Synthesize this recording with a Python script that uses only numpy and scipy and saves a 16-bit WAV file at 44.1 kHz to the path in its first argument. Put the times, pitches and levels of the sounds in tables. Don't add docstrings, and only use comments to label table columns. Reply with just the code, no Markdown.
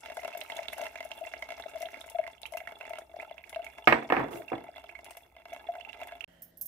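import sys
import numpy as np
from scipy import signal
from scipy.fft import rfft, irfft
from scipy.io import wavfile
from scipy.ndimage import uniform_filter1d

SR = 44100
rng = np.random.default_rng(int(sys.argv[2]) if len(sys.argv) > 2 else 0)


def output_pcm(signal):
    pcm = np.clip(np.atleast_2d(signal).T, -1, 1) * 32767
    wavfile.write(sys.argv[1], SR, np.round(pcm).astype(np.int16))


N = 294147
TIME = np.arange(N) / SR
BREW_END_S, SECOND_START_S, BAND_LIMIT_HZ = 6.246, 6.278, 15650

# frequency_hz, density_db
HUSH_SPECTRUM = [(20, -6.5), (70, -8), (160, -11), (300, -14), (660, -13), (1100, -39.5), (2400, -31.5),
                 (4000, -40.5), (15000, -28.5)]
SECOND_HUSH_SPECTRUM = [(20, -10.5), (60, 5.5), (110, -9.5), (260, -4.5), (420, -11.5), (620, -2),
                        (1150, -26), (1900, -11.5), (2450, -34), (3100, -22.5), (3700, -23), (7000, -29),
                        (15000, -36)]
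RUMBLE_SPECTRUM = [(20, -31), (42, -19.0), (52, -25.5), (64, 3.0), (90, -32.5), (200, -37.0), (1000, -54.0)]
# frequency_hz, level_db
HUM_TONES = [(64.6, -77), (128, -78), (171.3, -68), (238, -78), (339.5, -77), (635.2, -76), (662, -80)]
# frequency_hz, density_db
SWISH_SPECTRUM = [(300, -33), (600, -2), (1150, -15), (1900, -2.5), (2450, -17), (3150, -3), (3600, -29),
                  (8000, -26)]
SWISH_DB, SWISH_END_S, SWISH_FADE_S = -68, 6.58, 0.2
# frequency_hz, t60_s
ROOM_DECAY = [(100, 0.18), (350, 0.43), (900, 0.2), (2000, 0.24), (5000, 0.23), (14000, 0.41)]
# frequency_hz, density_db
KITCHEN_SPECTRUM = [(40, -12), (90, -17.5), (135, -3.5), (190, -15), (290, -3), (550, -6.5), (800, -1),
                    (1400, -6.5), (2200, -4.5), (3200, -17.5), (6000, -22.5), (15000, -55)]

# start_s, level_db
JINGLE_HITS = [(6.327, -50), (6.421, -17.5), (6.48, -38), (6.573, -24.5), (6.6123, -7), (6.619, -33),
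               (6.629, -20), (6.654, -25), (6.658, -12.5)]
# frequency_hz, t60_s, level_db
METAL_MODES = [(5350, .2, -27), (6360, .2, -27), (9150, .11, -17), (10440, .14, -32), (12554, .13, 0),
               (14830, .14, -13), (15010, .15, -7)]
# frequency_hz, density_db
METAL_TICK_SPECTRUM = [(1000, -81), (2500, -66), (3500, -31), (6000, -11), (8500, -7.5), (12500, 3.5),
                       (15500, -2.5)]

# start_s, level_db, treble_corner_hz, room_share_db
DOOR_BLOWS = [(3.8730, 16, 2900, -4), (3.8786, 4, 2580, -8), (3.8850, -1, 2200, -7.5),
              (3.9241, 11.5, 2660, -5), (3.929, 3.5, 2400, 0), (4.026, -12, 2600, -13),
              (4.101, 3.5, 2110, -21), (4.1223, 9.5, 1900, -2.5), (4.1276, -4.5, 1490, 7),
              (4.167, 4.5, 1560, 3.5), (4.199, -0.5, 1290, 0.5), (4.232, -2.5, 790, 4.5),
              (4.271, -14, 600, 2.5), (4.31, -16.5, 1090, 5), (4.34, -14.5, 513, 9), (4.5180, 5, 556, -14),
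              (4.5300, 2, 840, -2.5), (4.558, -11, 597, -3)]
# frequency_hz, t60_s, level_db
PANEL_MODES = [(130.6, 0.38, -15), (229, 0.4, -13), (276.4, 0.2, -7), (332, 0.15, -4.5), (377, .15, -13),
               (464, 0.33, -9), (527, 0.15, -16), (654, 0.26, -10.5), (738, 0.087, -1.5), (800, 0.16, -4.5),
               (964, 0.41, -14.5), (1070, 0.21, -16.5), (1172, 0.094, -12.5), (1325, .23, -16.5),
               (1540, .25, -23), (1245, 0.044, -2), (1635, 0.048, -6), (1730, 0.11, -5.5), (1770, 0.05, -5),
               (1905, .22, -9), (1857, 0.12, -7), (2190, 0.11, -2), (2340, .1, -10.5), (2622, 0.048, -8.5)]
# frequency_hz, t60_s, level_db
THIN_RING_MODES = [(8000, .2, -9), (12554, .2, 0), (15011, .22, -9)]
# frequency_hz, density_db
WOOD_SPECTRUM = [(40, -53), (90, -29.5), (190, -11.5), (300, -4), (800, 3), (1350, -6), (1900, -3),
                 (2500, -1), (3200, -12), (5000, -19.5), (8000, -27.5), (15000, -16)]
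# frequency_hz, density_db
RUB_SPECTRUM = [(60, -26.0), (170, -38.0), (330, 11.0), (700, 4.5), (1300, 0.0), (3000, -19.5)]
# time_s, gain
RUB_GAIN = [(4.12, 0.029), (4.22, 0.38), (4.31, 0.19), (4.40, 1), (4.45, 0.037)]

# start_s, level_db
FOAM_POPS = [(0.1702, -41), (0.2017, -44), (0.2755, -41), (0.375, -34.5), (0.406, -40), (0.5521, -56),
             (0.567, -37.5), (0.732, -37), (0.7813, -37), (0.815, -36.5), (1.05, -38), (1.7842, -47),
             (1.8022, -39), (1.8192, -32.5), (1.919, -47), (2.008, -39.5), (2.069, -42), (2.0995, -34.5),
             (2.417, -41.5), (2.4637, -42), (2.5223, -42), (2.538, -44), (2.549, -61), (2.5715, -34.5),
             (2.8955, -41.5), (2.987, -41), (3.495, -35.5), (3.646, -41), (5.045, -39), (5.1076, -40),
             (5.1704, -39), (5.5346, -41), (6.034, -46), (6.072, -44.5)]
# frequency_hz, density_db
FOAM_SPECTRUM = [(500, -42.5), (2500, 3.5), (4300, -4), (4900, -4.5), (5600, 1), (6600, -1), (7700, -0.5),
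                 (8700, -2), (10500, 1.5), (15000, -3)]
FIZZ_DB, SETTLE_DB_PER_S, FIZZ_FOLLOWS = -68.5, 1.46, 0.75

POUR_DB, POUR_END_S, POUR_FADE_S = -72.5, 2.21, 0.29
CHURN_DB = -3.5
# time_s, level_db
STREAM_FLOW = [(0.0, -56.5), (0.6, -51), (0.75, -56.5), (0.83, -46.5), (0.91, -58), (1.2, -55.5),
               (1.8, -57), (2.24, -56.5), (2.38, -61), (2.55, -61.5), (2.97, -53), (3.08, -70.5),
               (3.23, -53.5), (3.4, -65.5), (3.55, -57), (4.6, -54.5), (4.88, -63), (5.08, -57),
               (5.3, -69.5), (5.56, -57.5), (6.06, -55), (6.24, -63)]
# frequency_hz, density_db
SPLASH_SPECTRUM = [(60, -33), (170, -20), (260, -5.5), (350, -1), (550, -7.5), (1000, -9.5), (2000, -9),
                   (3500, 10.5), (4800, -7), (9000, -39)]

# frequency_hz, t60_s, left_db, right_db
MUG_MODES = [(275, 0.031, -10, -10), (410, 0.12, -26, -9.5), (677, 0.028, -17, -3.5),
             (885, 0.039, 3.5, -9.5), (1144, 0.01, -23, -34), (1309, 0.023, -40.5, -4),
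             (1690, 0.057, -3.5, -11.5), (2040, 0.048, -8.5, -3.5), (2238, 0.016, -4.5, -4),
             (2286, 0.15, -36, -20), (2745, 0.034, -18, -0.5), (2704, 0.017, -48, -2.5),
             (3490, 0.033, -17, -21), (3380, 0.014, -22.5, -14), (5600, 0.037, -20, -28.5)]
AIR_HZ, FILL_HZ_PER_S = 662.6, 3.4
# time_s, left_minus_right_db
LOW_NOTE_PAN = [(2.5, 11), (3.1, 7.5), (5.7, 4)]

# crest_s, level_db, swell_s (lead is 1.4 times it),
# fade_s
LARGE_BUBBLES = [(0.1053, -31, 0.0041, 0.0034), (0.1212, -39, 0.0014, 0.002), (0.1738, -30, 0.002, 0.002),
                 (0.1827, -29.5, 0.0071, 0.0028), (0.1934, -37.5, 0.0013, 0.0017),
                 (0.2385, -38, 0.0048, 0.0027), (0.2537, -25.5, 0.0051, 0.0044),
                 (0.2666, -45, 0.0025, 0.0015), (0.2798, -40, 0.0015, 0.0015),
                 (0.3551, -29.5, 0.0053, 0.0042), (0.4232, -37, 0.0019, 0.0068),
                 (0.5016, -36.5, 0.0039, 0.0036), (0.5259, -38.0, 0.0017, 0.0015),
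                 (0.5463, -40, 0.0016, 0.002), (0.5734, -39, 0.003, 0.0027), (0.5947, -29, 0.0039, 0.0041),
                 (0.6093, -39, 0.0019, 0.0027), (0.6223, -37, 0.0043, 0.0028), (0.689, -50, 0.0019, 0.0019),
                 (0.7348, -39.5, 0.0026, 0.0026), (0.7866, -33, 0.0017, 0.0031),
                 (0.7977, -27.5, 0.0026, 0.0069), (0.818, -29, 0.0013, 0.0076),
                 (0.8266, -28, 0.0023, 0.008), (0.8504, -48, 0.002, 0.0032), (0.8592, -53, 0.0012, 0.002),
                 (1.0105, -46, 0.0012, 0.0017), (1.0559, -33, 0.0043, 0.0052),
                 (1.2186, -29.5, 0.0063, 0.0055), (1.2304, -32, 0.0029, 0.012),
                 (1.2695, -36, 0.0078, 0.0067), (1.3388, -34, 0.0015, 0.0057),
                 (1.4291, -31, 0.0051, 0.0059), (1.5127, -37.0, 0.0014, 0.0017),
                 (1.5261, -44, 0.0022, 0.0022), (1.6626, -33, 0.0045, 0.0033), (1.7657, -28, 0.014, 0.0062),
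                 (1.8148, -33.5, 0.0066, 0.0091), (1.832, -27, 0.0036, 0.0051),
                 (1.8538, -33, 0.0062, 0.018), (1.8723, -38, 0.0062, 0.0032),
                 (2.1565, -24.5, 0.0073, 0.0087), (2.1962, -17, 0.0069, 0.0074),
                 (2.5285, -34, 0.0059, 0.0042), (2.5411, -33, 0.0019, 0.0069),
                 (2.5536, -27.5, 0.0049, 0.0065), (2.5764, -51, 0.0028, 0.0021),
                 (2.6177, -34.5, 0.004, 0.0031), (2.8348, -36.5, 0.0019, 0.0021),
                 (2.91, -29.5, 0.0042, 0.0096), (2.9364, -37, 0.0044, 0.006), (2.9865, -34, 0.0015, 0.0023),
                 (2.9953, -37, 0.0052, 0.0019), (3.1442, -34.5, 0.0038, 0.0054),
                 (3.1674, -30.5, 0.0017, 0.0034), (3.2298, -30, 0.0016, 0.0057),
                 (3.3137, -32.5, 0.0018, 0.0041), (3.5304, -32.5, 0.0012, 0.0024),
                 (3.5687, -25.5, 0.007, 0.011), (3.6015, -29.5, 0.011, 0.01), (4.4082, -33, 0.008, 0.005),
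                 (4.6911, -32.5, 0.0028, 0.0032), (4.7824, -33, 0.0023, 0.0036),
                 (5.5365, -33, 0.0045, 0.0039), (5.5688, -37, 0.0029, 0.0042), (5.6918, -22, 0.004, 0.015),
                 (5.7552, -30, 0.0026, 0.0051), (5.7853, -33.5, 0.0049, 0.0087),
                 (6.0249, -30, 0.0044, 0.0057), (6.1279, -42, 0.0021, 0.0031)]
# start_s, level_db, pitch_hz, t60_s, rise_share
SMALL_BUBBLES = [(0.0599, -42.5, 2270, 0.0054, 0.48), (0.0999, -46, 1930, 0.007, 0.35),
                 (0.1924, -46, 2035, 0.03, 0.12), (0.2785, -50, 1750, 0.011, 1.1),
                 (0.332, -46.5, 2670, 0.03, 0.075), (0.4133, -36, 2690, 0.019, 1.3),
                 (0.4998, -42, 2050, 0.02, 0.37), (0.5199, -39.0, 2900, 0.0077, 1.1),
                 (0.5678, -46, 3500, 0.014, 0.44), (0.5888, -41, 2110, 0.016, 0.061),
                 (0.6833, -33.5, 3300, 0.01, 1.4), (0.7315, -37, 2030, 0.03, 0.62),
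                 (0.7813, -49, 1970, 0.015, 0.73), (0.8145, -48, 2050, 0.032, 0),
                 (0.867, -38, 2070, 0.019, 0.11), (0.9562, -40, 2070, 0.03, 0.48),
                 (0.9858, -45, 2050, 0.016, 0.6), (1.0054, -49, 2050, 0.027, 0.069),
                 (1.116, -37.5, 2920, 0.013, 1), (1.2503, -44, 2120, 0.02, 0.09),
                 (1.2689, -44, 2730, 0.02, 0.05), (1.3376, -35, 2010, 0.011, 0.37),
                 (1.4233, -39, 2140, 0.027, 0.061), (1.6231, -45, 3700, 0.0098, 0.54),
                 (1.6381, -44.5, 2100, 0.01, 0.028), (1.855, -44.5, 2670, 0.022, 1.1),
                 (1.8867, -45.0, 1940, 0.007, 0.32), (1.9424, -41, 2050, 0.022, 0.57),
                 (1.9615, -48, 2120, 0.014, 0.1), (2.013, -43.0, 3680, 0.012, 0.25),
                 (2.1859, -50, 2110, 0.023, 0.2), (2.2384, -46, 2030, 0.011, 0.41),
                 (2.266, -40, 2120, 0.033, 0.037), (2.4323, -41, 3930, 0.0031, 0.37),
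                 (2.455, -37, 2540, 0.038, 0.34), (2.5712, -44.5, 2642, 0.064, 0.075),
                 (2.6036, -45.5, 2090, 0.025, 0.29), (2.6737, -37, 1830, 0.019, 0.45),
                 (2.8104, -41, 2630, 0.036, 0.1), (2.8528, -44, 2130, 0.028, 0.43),
                 (2.8671, -51, 2200, 0.017, 0.44), (2.934, -45, 2150, 0.014, 0.026),
                 (2.985, -47, 1510, 0.007, 0.25), (3.198, -38.5, 2060, 0.049, 0.34),
                 (3.3806, -44.5, 2320, 0.015, 1.1), (3.4391, -45.5, 2210, 0.029, 0.41),
                 (3.5465, -41.5, 2580, 0.012, 1.24), (3.5605, -47, 2050, 0.0064, 0.34),
                 (3.6651, -42, 2190, 0.033, 0.19), (4.4813, -43.5, 2740, 0.03, 0.041),
                 (4.4997, -47, 2190, 0.014, 0.51), (4.8913, -44.5, 2180, 0.045, 0.3),
                 (4.9517, -41.5, 2180, 0.048, 0.043), (5.8084, -44, 2780, 0.02, 0.18),
                 (5.8493, -42.5, 2710, 0.028, 0.16), (5.89, -44.5, 2740, 0.049, 0.045),
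                 (5.9305, -42.5, 2640, 0.01, 1.36), (6.033, -41.5, 2230, 0.0048, 1.5),
                 (6.2076, -36.5, 2720, 0.019, 0.29), (6.2409, -35.5, 2715, 0.031, 0.25)]
RISE_S = 0.0094
SCOOP, SCOOP_S = .09, .003
SURFACE_HZ = 4100
BUBBLE_ROUGH = .42

# start_s, level_db
DROP_SPLASHES = [(.0595, -42.5), (.0995, -43), (.1197, -43), (.1695, -38), (.1922, -50), (.2329, -44),
                 (.2476, -37.5), (.2784, -40), (.3489, -42.5), (.4131, -47), (.4996, -38.5), (.5195, -43),
                 (.5887, -46), (.6055, -51), (.635, -54), (.6551, -48), (.6829, -41), (.7281, -41.5),
                 (.7805, -41.5), (.793, -45), (.8143, -40), (.8455, -48), (.8551, -39), (.866, -40),
                 (.9559, -40.5), (1.0051, -37), (1.0278, -44), (1.1157, -42), (1.3374, -50),
                 (1.4232, -36.5), (1.4886, -41.5), (1.5044, -38.5), (1.5205, -39.5), (1.58, -47.5),
                 (1.598, -41), (1.6378, -52), (1.7585, -44), (1.8251, -40), (1.8863, -51.5),
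                 (2.0098, -50.5), (2.1854, -42.5), (2.238, -49), (2.2657, -54), (2.2767, -40),
                 (2.4318, -49), (2.5361, -40.5), (2.571, -38), (2.6033, -45), (2.6732, -43),
                 (2.6892, -47.5), (2.7216, -44), (2.8095, -42.5), (2.8281, -47), (2.8525, -46.5),
                 (2.9338, -41.5), (2.9845, -44.5), (3.1977, -47), (3.2272, -47), (3.3108, -48),
                 (3.3801, -53.5), (3.3893, -57), (3.5277, -42.5), (3.5602, -42), (3.6438, -45),
                 (3.6649, -46), (3.7836, -42.5), (4.3567, -46), (4.4194, -49), (4.6411, -47.5), (4.76, -46),
                 (4.781, -45), (4.841, -47), (4.891, -50), (4.9896, -46.5), (5.0629, -46.5),
                 (5.1082, -46.5), (5.1695, -48), (5.365, -49.5), (5.455, -45), (5.53, -42.5),
                 (5.5469, -47.5), (5.5629, -42.5), (5.738, -49), (5.753, -44), (5.9301, -62), (5.9723, -53),
                 (6.0148, -40.5), (6.0326, -48), (6.1212, -42.5), (6.2406, -52.5)]
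# frequency_hz, density_db
SMACK_SPECTRUM = [(100, -35.5), (250, -8), (500, -1.5), (1000, 2.5), (1500, -1), (2200, 5), (3000, 2.5),
                  (4000, -11.5), (8000, -32), (15000, -41)]
# frequency_hz, density_db
SPRAY_SPECTRUM = [(1200, -36), (2800, -2.5), (3800, 4.5), (4700, -2.5), (5500, 1.5), (6500, -1.5),
                  (8000, -9), (10000, -14), (15000, -11)]
SMALL_DRIPS_PER_S, SMALL_DRIP_DB = 36, -2
SMALL_BLIP_HZ = 2320


def amp(db):
    return 10 ** (np.asarray(db) / 20)


def evened(x):
    return x / np.sqrt(np.mean(x ** 2) + 1e-20)


def unit(x):
    return evened(x) / np.sqrt(x.shape[-1])


def peaked(x):
    return x / np.sqrt(uniform_filter1d(x.mean(0) ** 2, size=176).max())


def read(points, hz):
    f, value = np.transpose(points)
    return np.interp(np.log(hz + 1), np.log(f + 1), value)


def pan(left_db):
    return amp([[left_db / 2], [-left_db / 2]])


def add(mix, s, sound):
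    part = mix[:, max(round(s * SR), 0):][:, :sound.shape[1]]
    part += sound[:, :part.shape[1]]


def through(x, response):
    return signal.fftconvolve(np.atleast_2d(x), np.atleast_2d(response), axes=1)[:, :N]


def colour(x, spectrum):
    hz = abs(np.fft.fftfreq(2 ** 12, 1 / SR))
    log_gain = np.log(amp(read(spectrum, hz)))
    response = np.fft.ifft(np.exp(np.conj(signal.hilbert(log_gain)))).real
    return through(x, response[:2 ** 11])


def noise(size, alike):
    a, b = rng.standard_normal((2, size))
    alike = np.clip(alike, -1, 1)
    bass = signal.lfilter(*signal.butter(2, 280, fs=SR), b)[::-1]
    treble = signal.lfilter(*signal.butter(2, 280, "high", fs=SR), b)
    sides = np.array([bass + treble, bass - treble])
    return np.sqrt((1 + alike) / 2) * a + np.sqrt((1 - alike) / 2) * sides


def dying(t, t60):
    return np.exp(-np.log(1000) * t / t60)


def burst(t60, alike):
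    t = TIME[:SR // 5]
    return noise(len(t), alike) * dying(t, t60)


def grainy(size, depth_db):
    wander = evened(uniform_filter1d(rng.standard_normal(size), size=60))
    return evened(amp(depth_db * np.clip(wander, -2, 2)))


def mode(hz, t60):
    t = TIME[:SR // 2]
    return unit(np.sin(2 * np.pi * hz * t) * dying(t, t60))


def patter(per_s, spread_db):
    size = amp(spread_db * np.minimum(rng.exponential(1, N), 4))
    return evened(size * rng.choice([-1, 1], N) * (rng.random(N) < per_s / SR))


def aside(x, left_db, lag_s):
    hz = np.fft.rfftfreq(2 * N, 1 / SR)
    shade = amp(np.array([[.5], [-.5]]) * left_db * hz ** 2 / (hz ** 2 + 800 ** 2))
    delay = np.exp(1j * np.pi * hz * lag_s * np.array([[1], [-1]]))
    return irfft(rfft(x, 2 * N) * shade * delay)[:, :N]


def flow_db(s):
    return np.interp(s, *np.transpose(STREAM_FLOW))


def pouring(s):
    return np.clip((POUR_END_S - s) / POUR_FADE_S, 0, 1)


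def room_tone(spectrum, db):
    return amp(db) * evened(colour(noise(N, alike=0.076), spectrum))


def hum():
    return sum(amp(db) * np.sin(2 * np.pi * hz * TIME) for hz, db in HUM_TONES)


def swish():
    fade = np.clip((SWISH_END_S - TIME) / SWISH_FADE_S, 0, 1)
    return pan(-9.0) * room_tone(SWISH_SPECTRUM, db=SWISH_DB) * fade


def room():
    hz, t, z = signal.stft(noise(SR * 3 // 4, alike=0.11), SR, nperseg=256)
    tail = signal.istft(z * dying(t, read(ROOM_DECAY, hz)[:, None]), SR, nperseg=256)[1]
    return unit(tail * (1 - np.exp(-TIME[:tail.shape[1]] / 0.0022)))


def jingle(tick_db=-4):
    out = np.zeros((2, N))
    for s, db in JINGLE_HITS:
        ring = unit(sum(amp(level + rng.uniform(-4, 4, (2, 1))) * mode(hz * rng.normal(1, 0.002), t60)
                        for hz, t60, level in METAL_MODES))
        tick = unit(colour(burst(t60=0.13, alike=0.12), METAL_TICK_SPECTRUM))
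        add(out, s, amp(db) * ring)
        add(out, s, amp(db + tick_db) * tick)
    return out * pan(-6.0)


def panel_ring():
    spot_db = rng.uniform(-4, 4, len(PANEL_MODES))
    return unit(sum(amp(level + spot_db[k]) * (-1) ** k * mode(hz, t60)
                    for k, (hz, t60, level) in enumerate(PANEL_MODES)))


def rub(level_db=-42):
    grumble = colour(through(patter(per_s=100, spread_db=11.5), room()), RUB_SPECTRUM)
    return amp(level_db) * evened(grumble) * np.interp(TIME, *np.transpose(RUB_GAIN))


def door(crack_db=-1.5, ring_db=-3.0, room_db=-3, left_db=-7, thin_ring_db=-33):
    out = np.zeros((2, N))
    thin_ring = unit(sum(amp(db) * mode(hz, t60) for hz, t60, db in THIN_RING_MODES))
    for s, db, corner_hz, wet_db in DOOR_BLOWS:
        blow = np.zeros((2, SR))
        crack = burst(t60=0.031, alike=0.03) * grainy(SR // 5, depth_db=3.5)
        tail = room()[:, :SR // 2] * grainy(SR // 2, depth_db=3.0)
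        add(blow, 0, amp(crack_db) * unit(colour(crack, WOOD_SPECTRUM)))
        add(blow, 0, amp(ring_db) * panel_ring()[None])
        add(blow, .004, amp(room_db + wet_db) * unit(colour(tail, KITCHEN_SPECTRUM)))
        add(out, s, amp(db) * signal.lfilter(*signal.butter(2, min(corner_hz, SR / 3), fs=SR), blow))
        add(out, s, amp(db + thin_ring_db) * (corner_hz / 3000) * pan(9.9) * thin_ring)
    return aside(out + rub(), left_db, lag_s=-0.0001)


def bubble(hz, t60, rise_per_s):
    t = TIME[:SR // 25]
    tone = np.sin(2 * np.pi * hz * t * (1 + rise_per_s * t / 2))
    return unit(tone * dying(t, t60) * (1 - np.exp(-t * hz)))


def fizz_db(s):
    return FIZZ_DB - SETTLE_DB_PER_S * s + FIZZ_FOLLOWS * (flow_db(s) - np.mean(STREAM_FLOW, axis=0)[1])


def foam(pop_db=0, wet_db=-11, ring_db=3, ping_db=7):
    place = amp(rng.uniform(-7, 7, (2, N)))
    specks = sum(through(place * patter(per_s=41, spread_db=6.5), bubble(hz, 5 / hz, 0))
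                 for hz in np.geomspace(4500, 14500, num=9))
    rustle = evened(through(specks, burst(t60=0.068, alike=0.062)))
    fizz = evened(specks) + amp(ring_db) * rustle
    out = amp(fizz_db(TIME)) * evened(colour(fizz, FOAM_SPECTRUM))
    for s, db in FOAM_POPS:
        pop = burst(t60=0.0017, alike=0.13) + amp(wet_db) * burst(t60=0.06, alike=0.11)
        add(pop, 0, amp(ping_db) * bubble(rng.uniform(5500, 12500), .01, 8)[None])
        pop = colour(pop, FOAM_SPECTRUM)
        add(out, s, amp(db + pop_db) * pop / abs(pop.mean(0)).max())
    return out * pan(8.2)


def crackle(over_db, wet_db):
    out = np.zeros((2, N))
    pops = []
    for _ in range(8):
        puff = burst(t60=0.0012, alike=.4) + amp(wet_db) * burst(t60=0.017, alike=0.18)
        pops.append(unit(colour(puff, FOAM_SPECTRUM)[:, :SR // 10]))
    for k, (s, size) in enumerate(rng.uniform([0, -1], [BREW_END_S, 1], (70, 2))):
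        add(out, s, amp(fizz_db(s) + over_db + 8.2 * size) * pops[k % len(pops)])
    return out * pan(3)


def pour(wash_db=-66):
    hiss = sum(through(patter(per_s=570, spread_db=-8.0), burst(t60=0.0032, alike=0.13)) for _ in range(4))
    wash = sum(through(patter(per_s=40, spread_db=7), burst(t60=0.05, alike=0.14)) for _ in range(4))
    surge = amp(flow_db(TIME) - flow_db(0.63))
    hiss = amp(POUR_DB) * evened(colour(hiss, FOAM_SPECTRUM))
    wash = amp(wash_db) * surge * evened(colour(wash, SPRAY_SPECTRUM))
    return (hiss + wash) * pouring(TIME)


def mug():
    return unit(sum((-1) ** k * amp([[left], [right]]) * mode(hz, t60)
                    for k, (hz, t60, left, right) in enumerate(MUG_MODES)))


def facing(s):
    return amp(np.array([[.5], [-.5]]) * np.interp(s, *np.transpose(LOW_NOTE_PAN)))


def slap(cavity, direct_db=-1):
    smack = unit(colour(burst(t60=0.014, alike=0.75), SMACK_SPECTRUM)[:, :SR // 5])
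    return unit(unit(through(smack, cavity)[:, :SR // 5]) + amp(direct_db) * smack)


def small_drops(per_s, over_db, spread_db):
    chance = rng.random((400, 2))
    s = np.cumsum(-np.log(1 - chance[:, 0])) / per_s
    db = flow_db(s) + over_db + spread_db * (2 * chance[:, 1] - 1)
    return np.column_stack([s, db])[s < BREW_END_S]


def churn(cavity):
    spatter = sum(through(patter(per_s=70, spread_db=5.5), slap(cavity)) for _ in range(5))
    return amp(flow_db(TIME) + CHURN_DB) * evened(spatter) * pouring(TIME)


def trickle(cavity, ring_db=-9, direct_db=-19, splash_db=-17, gurgle_db=-2.5, spatter_db=-5):
    small = evened(sum(through(patter(per_s=20, spread_db=7), bubble(hz, 18 / hz, rng.uniform(4, 20)))
                       for hz in np.geomspace(900, 4800, num=24)))
    large = evened(sum(through(patter(per_s=33, spread_db=5.5), bubble(hz, 0.0049, rng.uniform(1.4, 7)))
                       for hz in np.geomspace(560, 1100, num=8)))
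    splashes = sum(through(patter(per_s=50, spread_db=7.5), burst(t60=0.012, alike=0.81)) for _ in range(6))
    splashes = evened(colour(splashes, SPLASH_SPECTRUM))
    parts = [(small, ring_db), (large, gurgle_db), (splashes, spatter_db)]
    rung = sum(amp(db) * evened(through(x, cavity)) for x, db in parts)
    drone = amp(-2.0) * facing(TIME) * evened(through(splashes.mean(0), mode(663.3, t60=0.11)))
    direct = amp(direct_db) * small + amp(splash_db) * splashes
    return amp(flow_db(TIME)) * (rung + drone + direct)


def plops(ring_db=-21, ring_t60=0.093, level_db=-2.5, pitch_spread=.025):
    out = np.zeros((2, N))
    chance = rng.uniform(-0.95, 1, (len(LARGE_BUBBLES), 2))
    for (s, db, swell, fade), (detune, phase) in zip(LARGE_BUBBLES, chance):
        hz = (AIR_HZ + FILL_HZ_PER_S * s) * (1 + pitch_spread * detune)
        lead = 1.4 * max(swell, .001)
        t = TIME[:SR // 6] - lead
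        after = np.maximum(t, 0)
        fall = np.exp(-(after / fade) ** 2) + amp(ring_db) * dying(after, ring_t60)
        shape = np.cos(np.pi / 2 * np.minimum(t, 0) / lead) * fall / (1 + amp(ring_db))
        tone = np.sin(2 * np.pi * (hz * t + phase))
        add(out, s - lead, amp(db + level_db) * facing(s) * shape * tone)
    return signal.lfilter(*signal.butter(3, 470, "high", fs=SR), out)


def blips(cavity, level_db=0, direct_db=6, small_db=0.0, pitch_spread=.28):
    out = np.zeros((2, N))
    chance = rng.uniform([-1, .007, .05], [1, .019, .55], (400, 3))
    small = [(s, db, SMALL_BLIP_HZ * np.exp(pitch_spread * size), t60, rise)
             for (s, db), (size, t60, rise) in zip(small_drops(32, small_db, spread_db=6.5), chance)]
    t = TIME[:SR // 20]
    for s, db, hz, t60, rise in list(SMALL_BUBBLES) + small:
        glide = 1 + rise * (1 - np.exp(-t / RISE_S)) - SCOOP * np.exp(-t / SCOOP_S)
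        turns = np.cumsum(np.minimum(hz * glide, SURFACE_HZ)) / SR
        shake = 1 + BUBBLE_ROUGH * evened(uniform_filter1d(rng.standard_normal(len(t)), size=72))
        ping = unit(np.sin(2 * np.pi * turns) * dying(t, t60) * (1 - np.exp(-t * hz)) * shake)
        rung = unit(through(ping, cavity[:, :SR // 6]))
        add(rung, 0, amp(direct_db) * pan(-10.5) * ping)
        add(out, s, amp(db + level_db) * peaked(rung))
    return out


def drips(cavity, splash_db=-1, tick_db=-19, spray_db=-13, late_spray_db=-21, note_db=-1, note_t60=0.054):
    out = np.zeros((2, N))
    slaps = []
    for _ in range(16):
        tick = unit(colour(burst(t60=0.0033, alike=0.97), FOAM_SPECTRUM)[:, :SR // 5])
        slaps.append(peaked(slap(cavity) + amp(tick_db) * tick))
    sprays = [peaked(colour(burst(t60=0.032, alike=0.62) * grainy(SR // 5, depth_db=0), SPRAY_SPECTRUM))
              for _ in range(7)]
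    drops = [*DROP_SPLASHES, *small_drops(SMALL_DRIPS_PER_S, SMALL_DRIP_DB, spread_db=11.5)]
    for k, (s, db) in enumerate(drops):
        add(out, s, amp(db + splash_db) * slaps[k % len(slaps)])
        note = mode(AIR_HZ + FILL_HZ_PER_S * s, note_t60) * (1 - np.exp(-TIME[:SR // 2] / 0.0021))
        add(out, s, amp(db + note_db) * peaked(facing(s) * note))
        spray_now_db = late_spray_db + pouring(s) * (spray_db - late_spray_db)
        add(out, s, amp(db + spray_now_db) * sprays[k % len(sprays)])
    return out


def scene():
    cavity = mug()
    in_mug = drips(cavity) + blips(cavity) + plops() + trickle(cavity) + churn(cavity)
    on_grounds = foam() + crackle(over_db=27.0, wet_db=3.0) + pour()
    brew = aside(in_mug, left_db=-6.0, lag_s=.00009) + on_grounds
    reverb = amp(-10.5) * through(brew, room())
    background = room_tone(HUSH_SPECTRUM, db=-72.0) + room_tone(RUMBLE_SPECTRUM, db=-69.5)
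    brewing = brew + reverb + door() + background
    quiet = room_tone(SECOND_HUSH_SPECTRUM, db=-66.0) + hum() + swish() + jingle()
    return brewing * (TIME < BREW_END_S) + quiet * (TIME > SECOND_START_S)


def record(dry):
    heard = signal.lfilter(*signal.butter(3, 34, "high", fs=SR), dry)
    heard = heard / (1 + (heard / .93) ** 6) ** (1 / 6)
    low_pass = signal.firwin(301, BAND_LIMIT_HZ, window=("kaiser", 8), fs=SR)
    return signal.oaconvolve(heard, low_pass[None], "same")


dry = scene()
out = record(dry)
output_pcm(out)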